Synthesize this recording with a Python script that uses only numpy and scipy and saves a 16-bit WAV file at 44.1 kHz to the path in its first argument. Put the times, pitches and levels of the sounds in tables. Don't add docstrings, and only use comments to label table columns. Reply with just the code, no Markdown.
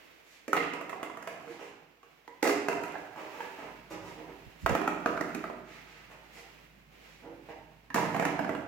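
import sys
import numpy as np
from scipy import signal
from scipy.fft import rfft, irfft
from scipy.io import wavfile
from scipy.ndimage import uniform_filter1d

SR = 44100
rng = np.random.default_rng(int(sys.argv[2]) if len(sys.argv) > 2 else 0)


def persist_wave(psi):
    counts = np.round(np.clip(psi, -1, 1) * 32767).astype(np.int16)
    wavfile.write(sys.argv[1], SR, np.atleast_2d(counts).T)


N = 382347
T = np.arange(N) / SR

# (time [s], strength [dB], hardness [dB], clack [dB], weight [dB],
# lowest mode [Hz], clack mode [Hz])
CONTACTS = [(0.48, -46, 9.5, 0, 10.5, 650, 1290), (0.531, -36, 11, 14, 4, 726, 1268),
            (0.553, -36, -6, -5, 4, 810, 1280), (0.567, -34, 3, -16, -2, 710, 1270),
            (0.736, -40.5, 3, -21, 3.5, 990, 1230), (0.812, -40.5, -4.5, -2, 1, 724, 1220),
            (0.895, -42.5, 4.5, -4, -4, 710, 1300), (0.929, -38, -10, 1, 0, 734, 1100),
            (1.03, -38, 2.5, -1, 1, 695, 1120), (1.098, -44.5, -11, -3, 4, 985, 1110),
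            (1.172, -45, 1, -1, -17, 680, 1120), (1.226, -55, 14, 3, -5, 640, 1300),
            (1.274, -41, 5.5, -1, -6.5, 677, 1060), (1.328, -47, -3, -17, -10, 673, 1130),
            (2.03, -59, 4.5, 3.5, -3, 720, 1120), (2.278, -46.5, -3, -14, 1.5, 970, 1090),
            (2.428, -32.5, 13, -12, 5.5, 804, 1310), (2.451, -29, -6, -2.5, 1, 690, 1185),
            (2.475, -33.5, 8, 1, 4, 720, 1240), (2.494, -35.5, 7, 1.5, -1, 684, 1260),
            (2.685, -26, -4, -11.5, 2, 705, 1240), (2.728, -40.5, 3, -4, 5, 944, 1120),
            (2.836, -40, 4, -3, -12, 967, 1270), (2.954, -39, -16, -1, -6, 722, 1624),
            (3.405, -37.5, -8, -3, -23, 914, 1710), (4.662, -27.5, -3, 2, -3, 692, 1380),
            (4.694, -38.5, 7.5, 3, -14, 706, 1660), (4.751, -29, -4.5, -3, 2, 697, 1250),
            (4.816, -38, -4, 0, 8.5, 716, 1100), (4.877, -32.5, 0.5, 5, 2, 610, 1310),
            (5.0599, -29, -6.5, 3.5, 4.5, 688, 1240), (5.176, -43, -4, 9, 1, 645, 1400),
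            (5.21, -36, 1, 1, 5.5, 674, 1240), (5.348, -46.5, 12.5, -6, 9, 720, 1250),
            (5.44, -39.5, -6, 3.5, 7, 665, 1250), (5.5, -38.5, -17, -9, -7, 670, 1240),
            (7.903, -48, -4, 5.5, 1, 1000, 1730), (7.944, -36, 13, 1, 1.5, 900, 1220),
            (7.96, -28.5, -4, -16, -2, 670, 1390), (7.981, -27, -10, -16, 2, 950, 1160),
            (8.146, -32, -4, -7, 2, 686, 1140), (8.164, -34, -3.5, -4, 4, 810, 1100),
            (8.197, -27, -3.5, -26, -14, 680, 1500), (8.225, -31, -5, -7, -4, 650, 1640),
            (8.252, -30, 1.5, -3.5, -9, 744, 1150), (8.392, -29, -12, -7.5, 7, 662, 1520),
            (8.446, -37, -9, -4, 10.5, 824, 1540), (8.493, -34.5, -8, 0, 9, 650, 1140),
            (8.55, -40.5, -6, 1, 7.5, 680, 1370)]
# (frequency [Hz], gain [dB])
THUMP_SPECTRUM = [(60, -39.5), (140, -18.5), (280, -0.5), (480, 3.5), (620, 2.5), (1200, -54.5)]
# (frequency [Hz], gain [dB])
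TICK_SPECTRUM = [(1500, -66), (3000, -4), (4500, 0), (7200, 4), (9000, -6), (12000, 0.5), (16000, -11)]


def knocks(span_s=0.01, thump_t60_s=0.18, tick_t60_s=0.0049, crackle=0.037, beam_db=1.0):
    radiated, direct, t = np.zeros(N), np.zeros((2, N)), T[:SR // 10]
    for s, strength, hardness, clack, weight, low_hz, clack_hz in CONTACTS:
        pitch_factor, ring_factor, direct_db = pile(s)
        low, middle, high = shell(t, low_hz, clack_hz, ring_factor)
        noise = rng.standard_normal((2, len(t)))
        blow = np.exp(-t / 0.000082) + 0.16 * noise[0] * fade(t, thump_t60_s)
        thump = colour(blow, deepened(THUMP_SPECTRUM, s))
        tick = colour((t == 0) + crackle * noise[1] * fade(t, tick_t60_s), TICK_SPECTRUM)
        thump_db = -8.5 + weight + 0.59 * hardness - 1.5 * np.log2(pitch_factor)
        high_db, tick_db = -3.5 + 0.67 * hardness, -14.5 + hardness
        parts = (thump, thump_db), (low, 0), (middle, clack), (high, high_db)
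        body = sum(undb(strength + db) * burst(part, span_s) for part, db in parts)
        snap = undb(strength + tick_db) * burst(tick, span_s)
        add(radiated, s, body + snap)
        add(direct, s, undb(direct_db) * bowl(body + undb(beam_db) * snap))
    return radiated, direct


# (nominal frequency [Hz], relative level [dB], base t60 [s])
SHELL_MODES = [(680, 2, 0.033), (898, -5.5, 0.025), (990, -3.5, 0.015), (1240, -1.5, 0.021),
               (1405, -3, 0.0068), (1554, -10, 0.013), (1845, 0, 0.03), (2108, -0.5, 0.011),
               (2520, 0.5, 0.0051)]


def shell(t, low_hz, clack_hz, ring_factor, scatter=0.025, give_s=0.000096, buzz_t60_s=0.022):
    edges_hz = (0, 1150, 1700, 4000)
    bands = np.zeros((3, len(t)))
    for k, (nominal_hz, db, t60) in enumerate(SHELL_MODES):
        scattered_hz = nominal_hz * (1 + scatter * nominal_hz / 1000 * rng.standard_normal())
        hz = {0: low_hz, 3: clack_hz}.get(k, scattered_hz)
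        mode = undb(db) * fade(t, ring_factor * t60) * np.sin(2 * np.pi * hz * t)
        bands[np.searchsorted(edges_hz, nominal_hz) - 1] += mode * rng.choice([-1, 1])
    low, middle, high = bands * (1 - np.exp(-t / give_s))
    buzz = rng.standard_normal(len(t)) * fade(t, buzz_t60_s)
    dense_modes = colour(buzz, [(700, -29), (1600, -3.5), (2600, -7.5), (3600, -23), (7000, -32)])
    return low, middle, 0.58 * unit(high) + unit(dense_modes)


# (time [s], pitch factor [ratio], ring factor [ratio], direct level [dB])
PILE_STATES = [(0.5, 0.95, 1.12, 0), (2.6, 0.91, 1.28, -2), (4.8, 0.68, 0.87, 1), (8.2, 0.42, 0.9, -0.5)]


def pile(s):
    times, *columns = np.transpose(PILE_STATES)
    return [np.interp(s, times, column) for column in columns]


def deepened(spectrum, s):
    pitch_factor = pile(s)[0]
    return [(hz * pitch_factor if hz < 1000 else hz, db) for hz, db in spectrum]


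# (time [s], decay [s], slap [dB], spray [dB])
WATER_HITS = [(0.563, 0.045, -37, -71), (2.425, .025, -38.5, -40), (2.45, 0.04, -34, -44),
              (2.47, 0.04, -37.5, -40), (4.688, 0.09, -35, -64), (7.946, 0.086, -32, -46.5),
              (8.254, 0.056, -37, -68)]
# (frequency [Hz], gain [dB])
SLAP_SPECTRUM = [(80, -32.5), (200, -8), (350, 9), (500, 2), (750, 2), (1200, 2.5), (2500, -7), (3500, -16),
                 (8000, -32)]


def splashes(bubble_db=-3):
    out, t = np.zeros(N), T[:SR // 3]
    for s, decay_s, slap_db, spray_db in WATER_HITS:
        envelope = np.exp(-t / decay_s)
        slap = burst(colour(grains(t, 1500, 6.7) * envelope, deepened(SLAP_SPECTRUM, s)), decay_s)
        births = rng.exponential(decay_s, size=24)
        air = bubbles(births, 275.5, 2840, cycles=46, rise=0.027, size=len(t))
        air = burst(air * envelope, decay_s)
        spray = burst(colour(grains(t, 2200, 20) * envelope, TICK_SPECTRUM), decay_s)
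        add(out, s, undb(slap_db) * (slap + undb(bubble_db) * air) + undb(spray_db) * spray)
    return out


def bubbles(times, low_hz, high_hz, cycles, rise, size):
    out = np.zeros(size)
    for s, (pick, strength) in zip(times, rng.random((len(times), 2))):
        hz = low_hz * (high_hz / low_hz) ** pick
        age_cycles = np.arange(int(cycles * SR / hz)) * hz / SR
        gain = (0.05 + strength ** 2) * (low_hz / hz) ** 0.36
        tone = np.sin(2 * np.pi * age_cycles * (1 + rise * age_cycles / cycles))
        add(out, min(s, (size - 1) / SR), gain * fade(age_cycles, cycles) * tone)
    return out


# (time [s], hold [s], level [dB])
WATER_STIRS = [(.55, 0.99, -48), (2.5, 0.43, -39), (4.66, 0.7, -41.5), (7.94, 0.67, -46)]
# (frequency [Hz], gain [dB])
SLOSH_SPECTRUM = [(80, -22), (160, -4), (350, -13), (700, -6.5), (1100, -9), (2500, -17), (5000, -49)]


def lapping(gurgle_db=-8, slosh_db=-10, fizz_db=-23, rise_s=0.43, t60_s=0.72, still_db=-70.5):
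    births = rng.random(size=1600) * N / SR
    gurgle = unit(bubbles(births, 608, 2760, cycles=11, rise=0.13, size=N))
    slosh = unit(colour(grains(T, 400, 1.7), SLOSH_SPECTRUM))
    fizz = unit(colour(grains(T, 320, 11), TICK_SPECTRUM))
    agitation = np.full(N, undb(still_db))
    for s, hold_s, db in WATER_STIRS:
        swell = np.clip((T - s) / rise_s, 0, 1)
        agitation += undb(db) * swell * fade(np.maximum(T - s - hold_s, 0), t60_s)
    return (undb(gurgle_db) * gurgle + undb(slosh_db) * slosh + undb(fizz_db) * fizz) * agitation


# (time [s], length [s], level [dB])
SKIDS = [(0.565, 0.014, -30), (0.623, 0.027, -40.5)]


def skids(contacts_per_s=650):
    out, t = np.zeros(N), T[:SR // 10]
    ring = sum(undb(db) * fade(t, t60) * np.sin(2 * np.pi * hz * t) for hz, db, t60 in SHELL_MODES[-2:])
    for s, length_s, db in SKIDS:
        contacts = grains(t, contacts_per_s, 2) * np.exp(-(t / length_s) ** 2)
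        add(out, s, undb(db) * burst(signal.fftconvolve(contacts, ring), length_s))
    return out


# (time [s], length [s], centre pitch [Hz], level [dB])
AIR_POCKETS = [(1.462, 0.062, 468, -53), (1.497, 0.042, 346, -48.5), (2.487, 0.055, 407, -39.5),
               (7.24, 0.17, 331, -56)]


def glugs(rise=0.058):
    out = np.zeros(N)
    for s, length_s, hz, db in AIR_POCKETS:
        t = T[:int(length_s * SR)]
        phase = 2 * np.pi * hz * t * (1 + rise * (t / length_s - 1) / 2)
        add(out, s, undb(db) * unit(np.sin(np.pi * t / length_s) * np.sin(phase)))
    return out


# (time [s], length [s], slip rate [1/s], level [dB])
RUBS = [(7.223, 0.14, 97, -59)]


def rub(jitter=0.048):
    spectrum = [(90, -22), (240, 0), (380, -3), (480, 8), (580, 8), (720, -19), (1500, -23), (5000, -70)]
    out = np.zeros(N)
    for s, length_s, rate, db in RUBS:
        slips = np.zeros(SR // 4)
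        times = np.cumsum(1 + jitter * rng.standard_normal(int(length_s * rate))) / rate
        slips[(times * SR).astype(int)] = np.sin(np.pi * times / length_s) + 0.23
        add(out, s, undb(db) * burst(colour(slips, spectrum), length_s))
    return out


# (time [s], length [s], level [dB], tilt [dB/octave])
PICKUPS = [(1.593, 0.035, -43.5, 0.5), (3.152, 0.11, -44, 0), (3.326, 0.23, -48, 0.5),
           (3.578, 0.078, -44, -0.5), (3.907, 0.029, -39, -3), (4.031, 0.058, -47, -1.5),
           (4.171, 0.037, -46, -3), (4.28, 0.024, -47.5, -3), (6.101, 0.025, -48, 1.5),
           (6.352, 0.062, -54.5, 1), (7.222, 0.056, -50, -3.5), (7.487, 0.014, -39.5, -2.5)]
# (frequency [Hz], gain [dB])
TAP_SPECTRUM = [(60, -12), (160, -7.5), (400, -3), (900, 4), (1500, -3), (2600, -7), (3600, -21),
                (7000, -22.5), (9500, -31.5), (16000, -30)]


def fumbles(onset_share=0.011):
    out, t = np.zeros(N), T[:SR // 2]
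    for s, length_s, db, tilt in PICKUPS:
        attack = 1 - np.exp(-t / (onset_share * length_s))
        taps = grains(t, 1500, 5.8) * attack * np.exp(-(t / length_s) ** 2)
        add(out, s, undb(db) * burst(colour(taps, tilted(TAP_SPECTRUM, tilt)), length_s))
    return out


# (time [s], length [s], level [dB], tilt [dB/octave])
FINGER_SLIDES = [(0.223, 0.17, -61, 1.5), (1.452, 0.11, -56, 0), (1.588, 0.13, -63.5, 2),
                 (3.898, 0.03, -48, 1.5), (4.008, 0.13, -57.5, 1.5), (4.576, 0.065, -59, 2.5),
                 (5.628, 0.18, -55, -3), (5.797, 0.26, -58, -3.5), (6.307, 0.13, -55.5, 2),
                 (6.983, 0.21, -62.5, -1)]
# (frequency [Hz], gain [dB])
SLIDE_SPECTRUM = [(200, -22), (900, -1.5), (2100, 8), (2800, 3), (3600, -1.5), (7300, -4.5), (9000, -13.5),
                  (13000, -9.5), (16000, -31)]


def rustles():
    out, t = np.zeros(N), T[:SR // 2]
    for s, length_s, db, tilt in FINGER_SLIDES:
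        slide = grains(t, 2500, 3.3) * np.sin(np.pi * np.minimum(t / length_s, 1))
        add(out, s, undb(db) * burst(colour(slide, tilted(SLIDE_SPECTRUM, tilt)), length_s))
    return out


# (time [s], length [s], level [dB])
ARM_PUFFS = [(4.456, 0.031, -50), (4.616, 0.051, -37), (4.677, 0.07, -34)]


def puffs(left_db=-5):
    spectrum = [(28, -33), (52, -12), (110, -15), (200, -27), (500, -52), (1500, -91)]
    out = np.zeros((2, N))
    for s, length_s, db in ARM_PUFFS:
        envelope = np.pad(np.hanning(int(length_s * SR)), (0, SR // 10))
        for channel, side_db in zip(out, (left_db, 0)):
            gust = colour(envelope * rng.standard_normal(len(envelope)), spectrum)
            add(channel, s, undb(db + side_db) * burst(gust, length_s))
    return out


def bowl(x, echo_db=-2, t60_s=0.023):
    spectrum = [(200, -8.5), (700, 7), (1500, 3.5), (6000, 3)]
    t = T[:SR // 25]
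    echoes = [colour(grains(t, 5500, 8.1) * fade(t, t60_s) * (t > 0.001), spectrum) for _ in range(2)]
    response = undb(echo_db) * burst(np.array(echoes), 2 / SR)
    response[[0, 1], [0, 2]] += 1
    heard = signal.fftconvolve(x[None], response, axes=1)[:, :len(x)]
    return burst(heard, 2 * np.sum(x ** 2) / SR)


# (frequency [Hz], gain [dB])
ECHO_SPECTRUM = [(60, 1.5), (220, -5.5), (350, -1), (550, -1.5), (800, -3), (1400, -5), (2600, -1),
                 (7000, -2), (16000, -0.5)]
# (frequency [Hz], t60 [s])
ECHO_DECAY = [(150, 1.1), (500, 0.81), (1500, 0.92), (3000, 0.81), (7000, 0.56), (14000, 0.23)]
# (frequency [Hz], relative level [dB], t60 [s])
STANDING_WAVES = [(102, -12, 1.6), (159, -4.5, 1.4), (181, -1.5, 1.2), (236, -3, 1), (254, -9, .9),
                  (279.5, 1, .9), (292.5, 2.5, .9), (313, 1, 1), (357, -5, .7), (383, 2.5, .7),
                  (409, 0, .7), (467, 2.5, .7), (624.5, -3, .7), (854, -8, .7), (926, -6, .7),
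                  (968, -6, .7)]


def bathroom(x, waves_db=-12, alike_hz=650, build_s=0.0032):
    t = T[:3 * SR // 2]
    f = np.fft.rfftfreq(len(t), 1 / SR)
    mid, side = rfft(rng.standard_normal((2, len(t))))
    coherence = 1 / (1 + (f / alike_hz) ** 2)
    field = mid * np.sqrt(1 + coherence) + np.array([[1], [-1]]) * side * np.sqrt(1 - coherence)
    field *= undb(lookup(ECHO_SPECTRUM, f))
    tail = 0
    for centre_hz, t60 in ECHO_DECAY:
        band = lookup([(hz, float(hz == centre_hz)) for hz, _ in ECHO_DECAY], f)
        tail = tail + irfft(field * band, len(t)) * fade(t, t60)
    tail *= 1 - np.exp(-(t / build_s) ** 2)
    waves = sum(undb(db) * fade(t, t60) * np.cos(2 * np.pi * hz * t) for hz, db, t60 in STANDING_WAVES)
    response = burst(tail, 2 / SR) + undb(waves_db) * burst(waves, 1 / SR)
    return signal.fftconvolve(x[None], response, axes=1)[:, :N]


# (time [s], level [dB])
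HISS_LEVELS = [(0, -61.5), (2.1, -66), (3.4, -56), (6.0, -59.5), (6.8, -59.5), (7.7, -64.5)]
# (frequency [Hz], gain [dB])
HISS_SPECTRUM = [(25, -30), (80, -2.5), (160, -9), (300, 4), (900, -1), (1400, -2), (2100, 2), (2700, 0),
                 (3600, -7), (7000, -15), (9000, -22), (16000, -16.5)]


def hiss(drift_db=2):
    level_db = np.interp(T, *np.transpose(HISS_LEVELS)) + drift_db * wander(8000)
    shared, left, right = (unit(colour(rng.standard_normal(N), HISS_SPECTRUM)) for _ in range(3))
    return undb(level_db) * unit(0.19 * shared + np.array([left, right]))


def hum(low_hz=52, upper_hz=152, upper_db=-12, rumble_db=1, step_s=3.53, rise_s=0.167):
    spectrum = [(30, -28), (90, -11.5), (160, 0.5), (250, -12), (600, -27), (2000, -43)]
    rumble = unit(colour(rng.standard_normal(N), spectrum))
    tones = unit(np.sin(2 * np.pi * low_hz * T) + undb(upper_db) * np.sin(2 * np.pi * upper_hz * T))
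    level_db = np.interp(T, [step_s, step_s + rise_s], [-81, -66.5])
    return undb(level_db) * (tones + undb(rumble_db) * rumble)


# (time [s], pitch [Hz])
WHINE_PITCH = [(6.5, 13950), (8.6, 14300)]


def whine(level_db=-85, waver_hz=60):
    hz = np.interp(T, *np.transpose(WHINE_PITCH)) + waver_hz * wander(200)
    return undb(level_db) * np.sin(2 * np.pi * np.cumsum(hz) / SR)


def undb(db):
    return 10 ** (np.asarray(db) / 20)


def unit(x):
    return x / np.sqrt(np.mean(x ** 2) + 1e-20)


def burst(x, length_s):
    return x * np.sqrt(length_s * SR / (np.sum(x ** 2) + 1e-20))


def lookup(points, hz):
    f, value = np.transpose(points)
    return np.interp(np.log(np.maximum(hz, 1)), np.log(f), value)


def colour(x, spectrum, size=4096):
    cepstrum = irfft(np.log(undb(lookup(spectrum, np.fft.rfftfreq(size, 1 / SR)))))
    cepstrum[1:size // 2] *= 2
    cepstrum[size // 2 + 1:] = 0
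    return signal.fftconvolve(x, irfft(np.exp(rfft(cepstrum))))[:len(x)]


def tilted(spectrum, db_per_octave):
    return [(hz, db + db_per_octave * np.log2(hz)) for hz, db in spectrum]


def fade(t, t60):
    return np.exp(-np.log(1000) * t / t60)


def add(out, s, x):
    i = max(int(s * SR), 0)
    out[..., i:i + x.shape[-1]] += x[..., :out.shape[-1] - i]


def grains(t, per_s, spread_db):
    clicks = (rng.random(len(t)) < per_s / SR) * rng.choice([-1, 1], len(t))
    return clicks * undb(spread_db * np.minimum(rng.exponential(size=len(t)), 3))


def wander(window_samples):
    return unit(uniform_filter1d(rng.standard_normal(N), size=window_samples))


def scene(direct_db=-0.63, room_db=-1, water_db=-3, far_direct_db=-12, glug_room_db=-9, low_cut_hz=108):
    knocks_radiated, knocks_direct = knocks()
    in_bowl = rub() + skids() + undb(water_db) * (splashes() + lapping())
    gulps = glugs()
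    gathering = fumbles() + rustles()
    direct = undb(direct_db) * (knocks_direct + bowl(in_bowl) + gulps) + undb(far_direct_db) * gathering
    room = undb(room_db) * bathroom(knocks_radiated + in_bowl + undb(glug_room_db) * gulps + gathering)
    low_cut = signal.butter(2, low_cut_hz, "high", fs=SR, output="sos")
    return signal.sosfilt(low_cut, direct + room) + puffs() + hiss() + hum() + whine()


# (frequency [Hz], left minus right [dB])
BALANCE = [(60, 0.5), (150, -6.5), (500, -6), (1200, -5), (2500, -4.5), (5000, -3.5), (8000, 0), (15000, 4)]


def record(dry, top_hz=16100):
    channels = [colour(x, [(hz, sign * db / 2) for hz, db in BALANCE]) for x, sign in zip(dry, (1, -1))]
    return signal.sosfilt(signal.ellip(10, 0.2, 70, top_hz, fs=SR, output="sos"), channels)


dry = scene()
out = record(dry)
persist_wave(out)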